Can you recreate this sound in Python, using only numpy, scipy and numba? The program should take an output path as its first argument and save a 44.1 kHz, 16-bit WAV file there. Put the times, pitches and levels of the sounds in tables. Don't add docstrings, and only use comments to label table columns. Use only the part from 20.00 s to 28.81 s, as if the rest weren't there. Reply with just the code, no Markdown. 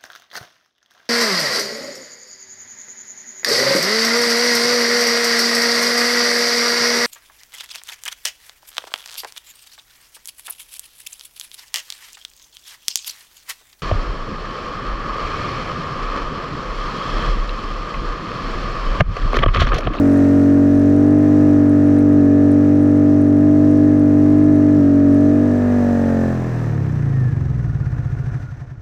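import sys
import numpy as np
from scipy import signal
from scipy.fft import rfft, irfft, next_fast_len
from scipy.io import wavfile
from scipy.ndimage import uniform_filter1d
from numba import njit

SR = 44100
rng = np.random.default_rng(int(sys.argv[2]) if len(sys.argv) > 2 else 0)


def int16_out(signal):
    q = np.round(np.clip(np.atleast_2d(signal).T, -1, 1) * 32767)
    wavfile.write(sys.argv[1], SR, q.astype(np.int16))


def amplitude_ratio(level_db):
    exponent = np.asarray(level_db, float) / 20
    return 10 ** exponent


N = 388521
t = np.arange(N) / SR
SHUT_S, PUFFING_S = 6.3, 7.3

# (time [s], speed lost [Hz])
STUMBLES = [
    (1.47, .55),
    (2.19, .95),
    (3.4, -.65),
    (4.52, .75),
    (4.79, 1.9),
]
# (time [s], level [dB])
FACING = [(0, 4), (.3, 3), (.8, 0), (1.5, 0), (3.2, -2.5), (4.3, -1), (4.8, -2), (5.7, 1.5), (6.3, 2.5),
          (6.9, -1), (7.7, -5.5), (8.4, -4.5), (8.53, -11), (8.57, -8.5), (8.81, -15)]


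def curves(table):
    s, *columns = np.transpose(table)
    return [np.interp(t, s, c) for c in columns]


def ramp(start_s, seconds):
    return np.clip((t - start_s) / seconds, 0, 1)


def unit(x):
    return x / np.sqrt(np.mean(x ** 2))


def steady(x, seconds=0.099):
    return x / np.sqrt(uniform_filter1d(x ** 2, int(seconds * SR)) + 1e-12)


def walk(rate):
    k = int(SR / rate)
    held = np.repeat(rng.standard_normal(N // k + 1), k)
    return 0.99 * uniform_filter1d(uniform_filter1d(held, k), k)[:N]


def coloured(points):
    size = next_fast_len(N)
    hz, db = np.transpose(points)
    bins_hz = np.arange(1, size // 2 + 2) * SR / size
    gain = amplitude_ratio(np.interp(np.log(bins_hz), np.log(hz), db))
    return unit(irfft(rfft(rng.standard_normal(size)) * gain, size)[:N])


@njit
def svf(x, hz, width):
    y, b, l = np.empty(len(x)), 0., 0.
    g = np.tan(np.pi * hz / SR)
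    for i in range(len(x)):
        v = (b + g * (x[i] - l)) / (1 + g * (g + width[i] / hz))
        b, l, y[i] = 2 * v - b, l + 2 * g * v, v
    return y


def ring(x, hz, width):
    return svf(x, 1. * hz, np.full(N, 1. * width)) * width / hz


def kicks(cycle, share, scatter_db):
    turn = np.floor(cycle - share).astype(int)
    size = amplitude_ratio(scatter_db * rng.standard_normal(600))
    return np.diff(turn, prepend=turn[0]) * size[turn - turn[0]]


def speed(puff_s):
    # (time [s], rate [Hz])
    throttle_hand = [(.3, 46.95), (.85, 47.65), (1.15, 49.4), (1.45, 49.4), (1.75, 48.7), (2.35, 48.6),
                     (2.8, 49.05), (3.33, 48.65), (3.9, 49.25), (4.1, 48.75), (4.45, 49.85), (4.75, 49.6),
                     (5.1, 48.4), (5.45, 49.55), (5.75, 48.9), (6.24, 44.6), (6.58, 40.05), (6.97, 30.05)]
    drop_s, recover_s, free_s = .05, .4, 6.97
    puff_hz, drag_per_s = 13.0, .645
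    lost = 0
    for s, hz in STUMBLES:
        recovery = np.exp(-np.maximum(t - s, 0) / recover_s)
        lost = lost + hz * ramp(s - drop_s / 2, drop_s) * recovery
    held = curves(throttle_hand)[0] - lost
    return np.where(t < free_s, held, puff_hz * np.exp(-drag_per_s * (t - puff_s)))


def fired_db(order, hz):
    # (multiple of cycle rate, level above the tank [dB], level one step back [dB])
    order_levels = [(1, -36.5, -37), (2, -20.5, -23.5), (3, -27, -36), (4, -28.5, -31.5), (5, -18.5, -14),
                    (6, -11.5, -20.5), (7, -30, -36), (8, -29.5, -33.5), (9, -31.5, -37), (10, -29.5, -32),
                    (11, -53.5, -39.5), (12, -34.5, -30.5), (13, -29, -36), (14, -43.5, -41.5),
                    (15, -50, -34), (16, -42.5, -48.5), (17, -56, -45), (18, -52, -51.5), (19, -61, -42),
                    (20, -57.5, -55.5)]
    # (multiple, slope above the tank [dB per Hz], one step back [dB per Hz])
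    flank_slopes = [(2, 0.3, 0.3), (3, 0.8, -3), (4, 0, -0.1), (5, 0.8, 1.26), (6, 0, 0.1)]
    # (centre [Hz], width [Hz], above the tank [dB], one step back [dB])
    case_modes = [(1043, 48, -58, -56), (1258, 93, -51.5, -61.5), (1409, 32, -50, -53.5),
                  (1721, 32, -50.5, -58), (1740, 290, -62, -52.5)]
    held_hz, faint_db, odd_back_db = 48.5, -65.5, -56
    if order <= len(order_levels):
        near, back = {k: v for k, *v in flank_slopes}.get(order, (0, 0))
        _, near_db, back_db = order_levels[order - 1]
        return near_db + near * (hz - held_hz), back_db + back * (hz - held_hz)
    near = amplitude_ratio(faint_db)
    back = amplitude_ratio(odd_back_db if order % 2 else faint_db)
    for f, w, near_db, back_db in case_modes:
        lift = 1 / (1 + (2 * (order * hz - f) / w) ** 2)
        near = near + lift * amplitude_ratio(near_db)
        back = back + lift * amplitude_ratio(back_db)
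    return 20 * np.log10(near), 20 * np.log10(back)


def drone(cycle, hz):
    # (time [s], share of the step)
    step_back = [
        (5.25, 0),
        (5.7, .78),
        (6.0, 0.94),
    ]
    # (frequency [Hz], level [dB])
    unfired_colour = [(50, -36.5), (75, -38), (100, -20), (122, -19), (140, -18.5), (172, -30.5),
                      (300, -35.5), (1700, -62.5)]
    # (multiple, lag [radians per Hz])
    order_lags = [(2, 0), (3, -.2), (4, .3), (5, .7), (6, .65)]
    cancelled = 6
    even_db, low_even_db = -11.5, -3.5
    in_step_hz, third_leads = 47.8, 1.75
    misfire_s, misfire_db_per_hz = .06, 3
    boom_lag = .32
    back, = curves(step_back)
    facing_db, = curves(FACING)
    shut = ramp(SHUT_S - .05, 0.29)
    dull_db = np.interp(t, [6.5, 7.1], [0, .6])
    uneven = cycle + (0.0017 + 0.0011 * back + 0.0011 * shut) * walk(30)
    thud_db = sum(misfire_db_per_hz * abs(lost) * np.exp(-((t - s) / misfire_s * 2) ** 2) for s, lost in STUMBLES)
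    colour_hz, colour_db = np.transpose(unfired_colour)
    out = 0
    for order in range(1, 43):
        near_db, back_db = fired_db(order, np.maximum(hz, 44))
        fired = near_db + back * (back_db - near_db)
        if order == cancelled:
            fired = 20 * np.log10(np.abs((1 - back) * amplitude_ratio(near_db) - back * amplitude_ratio(back_db)) + 0.0016)
        unfired = np.interp(np.log(order * hz), np.log(colour_hz), colour_db)
        if order % 2 == 0:
            unfired = unfired + (even_db if order > 6 else low_even_db)
        unfired = unfired - dull_db * max(order - 6, 0)

        strong = 1 < order < 7
        if strong:
            wander_db = (0.29 + 2.7 * shut) * walk(6)
        else:
            wander_db = 1.5 * walk(7.1) + 0.08 * order * walk(1.3) + 0.52 * facing_db
        db = fired + shut * (unfired - fired) + wander_db + .5 * walk(25) + thud_db * (order in (3, 4))

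        smear, above = .35 * order ** 2, max(order - 5, 0)
        gather = np.angle(np.exp(1j * (.6 * above - .41 * above ** 2 + 1.3))) * (5 < order < 17)
        if strong:
            lag = dict(order_lags)[order] * (np.maximum(hz, 46) - in_step_hz)
            together = third_leads * (order == 3) - lag
            spread = np.angle(np.exp(1j * (smear - 2 * np.pi * order * boom_lag)))
            smear = together + back * spread - back * together
        phase = 2 * np.pi * order * uneven + smear + back * gather
        out = out + amplitude_ratio(db) * np.sqrt(2) * np.cos(phase)
    return out * np.interp(t, [PUFFING_S - .02, PUFFING_S + .02], [1, 0])


def coasting(cycle):
    # (share of cycle, muffler kick [dB], pipe thump [dB])
    valve_events = [
        (0, 8.5, 1),
        (0.361, -10.5, 0.5),
        (0.622, -10, 12),
        (0.796, -19.5, -19),
    ]
    # (time [s], level [dB])
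    pipe_fade = [(7.4, 1), (8.0, -2.5), (8.37, -3.5), (8.4, -9), (8.6, -12), (8.81, -15.5)]
    fade_db, = curves(pipe_fade)
    boom_db, rasp_db = -18 + fade_db, -32.5 + 1.5 * fade_db
    push = np.hanning(int(0.0065 * SR))
    kick = thump = 0
    for share, kick_db, thump_db in valve_events:
        train = np.convolve(kicks(cycle, share, scatter_db=1.0), push)[:N]
        kick = kick + amplitude_ratio(kick_db) * train
        thump = thump + amplitude_ratio(thump_db) * train
    choked = (cycle % 1 > .47) & (cycle % 1 < .6)
    muffler = svf(ring(kick, 122, 100), 128., 15 + 130. * choked)
    low_pipe = ring(ring(thump, 65, 24), 41, 56)
    high_pipe = ring(ring(thump, 91.4, 24), 106, 58)
    pipe = unit(low_pipe) + amplitude_ratio(5.0) * unit(high_pipe)
    rasp = ring(kick + thump, 250, 50) + amplitude_ratio(-22.0) * ring(kick - thump, 365, 60)
    rasp = ring(rasp, 290, 250)
    rough = ring(ring(rng.standard_normal(N), 290, 160), 290, 210)
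    rough = rough * amplitude_ratio(1.9 * np.cos(2 * np.pi * (cycle - .1)))
    apart = np.interp(t, [PUFFING_S - .02, PUFFING_S + .02], [0, 1])
    shut = np.interp(t, [SHUT_S - .05, SHUT_S], [0, 1])
    boom = steady(unit(muffler) + amplitude_ratio(-4.5) * pipe)
    rasping = apart * amplitude_ratio(-3.5) * steady(rasp) + shut * amplitude_ratio(-6.5) * unit(rough)
    return apart * amplitude_ratio(boom_db) * boom + amplitude_ratio(rasp_db) * rasping


def gear(cycle, hz):
    # (centre [Hz], width [Hz], level [dB])
    clatter_modes = [(702, 28, 15.5), (940, 1060, 3.5), (1406, 310, 0), (1440, 130, -7.5), (1780, 340, 6),
                     (2015, 260, 0.5), (2380, 1300, -9), (2340, 70, -9)]
    # (frequency [Hz], level [dB per Hz])
    hiss_colour = [(1500, -25.5), (2500, -4), (3100, -5.5), (4000, -3.5), (4600, -6), (6200, -1.5),
                   (6900, -14), (7600, -18.5), (9000, -33), (16000, -50)]
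    # (frequency [Hz], level [dB per Hz])
    air_colour = [(5000, -34.5), (7000, 1), (9200, -4.5), (9800, -12), (11000, -23), (12000, -7),
                  (14000, -11), (15600, -14.5), (16000, -54)]
    # (frequency [Hz], level [dB per Hz])
    rumble_colour = [(15, -29.5), (25, -25), (91, -9.5), (192, -10.5), (291, -7), (345, -11), (629, -15.5),
                     (1000, -38.5), (1300, -68.5), (2200, -120)]
    knock_lag = .45
    whine_hz, whine_width_hz, whine_db = 1770, 300, -43
    facing_db, = curves(FACING)
    clatter_db = -39 + facing_db
    hiss_db = -53 + 0.8 * facing_db - 3.5 * ramp(SHUT_S, 0.5)
    slow = np.interp(t, [6.5, 7.8], [0, 1])
    late = cycle - knock_lag * (1 - slow)
    once, thrice = np.cos(2 * np.pi * late), np.cos(6 * np.pi * late)

    beat = amplitude_ratio((1.4 + 1.6 * slow) * once + (1.4 + slow) * thrice + .9 * walk(14))
    knocks = kicks(late, .1, scatter_db=2.5) + kicks(late, .45, scatter_db=2.5)
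    drive = unit(beat * rng.standard_normal(N)) + amplitude_ratio(-3) * (1 - 0.52 * slow) * steady(knocks)
    clatter = 0
    for k, (mode_hz, width, db) in enumerate(clatter_modes):
        clatter = clatter + (-1) ** k * amplitude_ratio(db) * ring(ring(drive, mode_hz, width), mode_hz, 2 * width)

    puff = amplitude_ratio((.8 + 1.7 * slow) * once + 1.5 * slow * thrice + .9 * walk(10))
    hiss = amplitude_ratio(hiss_db) * coloured(hiss_colour)
    air = amplitude_ratio(1.4 * (hiss_db + 56.0) - 64.5) * coloured(air_colour)

    resonance = 1 / (1 + (140 * hz - 2 * whine_hz) ** 2 / whine_width_hz ** 2) ** 2
    teeth = np.sin(140 * np.pi * (cycle + .0015 * walk(60)))
    whine = amplitude_ratio(whine_db + 2 * walk(30)) * resonance * teeth
    rumble = amplitude_ratio(clatter_db + 1.0) * coloured(rumble_colour)
    return amplitude_ratio(clatter_db) * unit(clatter) + puff * (hiss + air) + np.sqrt(2) * whine + rumble


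def cover(cycle):
    patches = amplitude_ratio(1.0 * walk(25) + 4 * np.cos(2 * np.pi * (cycle - .7)))
    shaken = .25 + .75 * ramp(7.55, .12) - .75 * ramp(8.54, .03)
    rattle = ring(ring(rng.standard_normal(N), 1430, 61), 1430, 120)
    return amplitude_ratio(-50) * shaken * unit(patches * rattle)


def trim(cycle):
    # (time [s], peak level [dB])
    loud_ticks = [(0.1296, -46), (0.173, -41), (0.4288, -50.5), (0.8935, -52.5), (0.9643, -49.5),
                  (1.0772, -51), (1.2325, -52.5), (1.8741, -49.5), (1.9892, -45.5), (2.2052, -59),
                  (2.412, -48), (2.5167, -46), (2.6405, -55.5), (2.7556, -52.5), (2.827, -48.5),
                  (2.9694, -51), (3.2151, -46.5), (3.2777, -55), (3.3792, -51), (3.4007, -55),
                  (4.0536, -57.5), (4.4373, -49.5), (4.556, -50), (5.1213, -54), (5.143, -48),
                  (5.2065, -57.5)]
    hits = amplitude_ratio(-57) * kicks(cycle, .3, scatter_db=7.5) * (1 - ramp(5.4, .8))
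    s, db = np.transpose(loud_ticks)
    hits[(s * SR).astype(int)] = amplitude_ratio(db + 9)
    decay = np.exp(-np.arange(400) / SR / 0.0031)
    burst = np.convolve(hits, decay)[:N] * rng.standard_normal(N)
    return amplitude_ratio(7.5) * ring(ring(burst, 9000, 600), 8900, 1000)


def scene():
    puff_s = 8.266
    hz = speed(puff_s)
    cycle = np.cumsum(hz) / SR
    cycle = cycle - cycle[int(puff_s * SR)]
    mix = drone(cycle, hz) + coasting(cycle) + gear(cycle, hz) + cover(cycle) + trim(cycle)
    return mix[None]


def band_limit(x):
    return signal.sosfilt(signal.butter(12, 15700, fs=SR, output="sos"), x)


def record(dry):
    rounded = np.tanh(0.59 * dry) / 0.61
    return band_limit(rounded)


dry = scene()
out = record(dry)
int16_out(out)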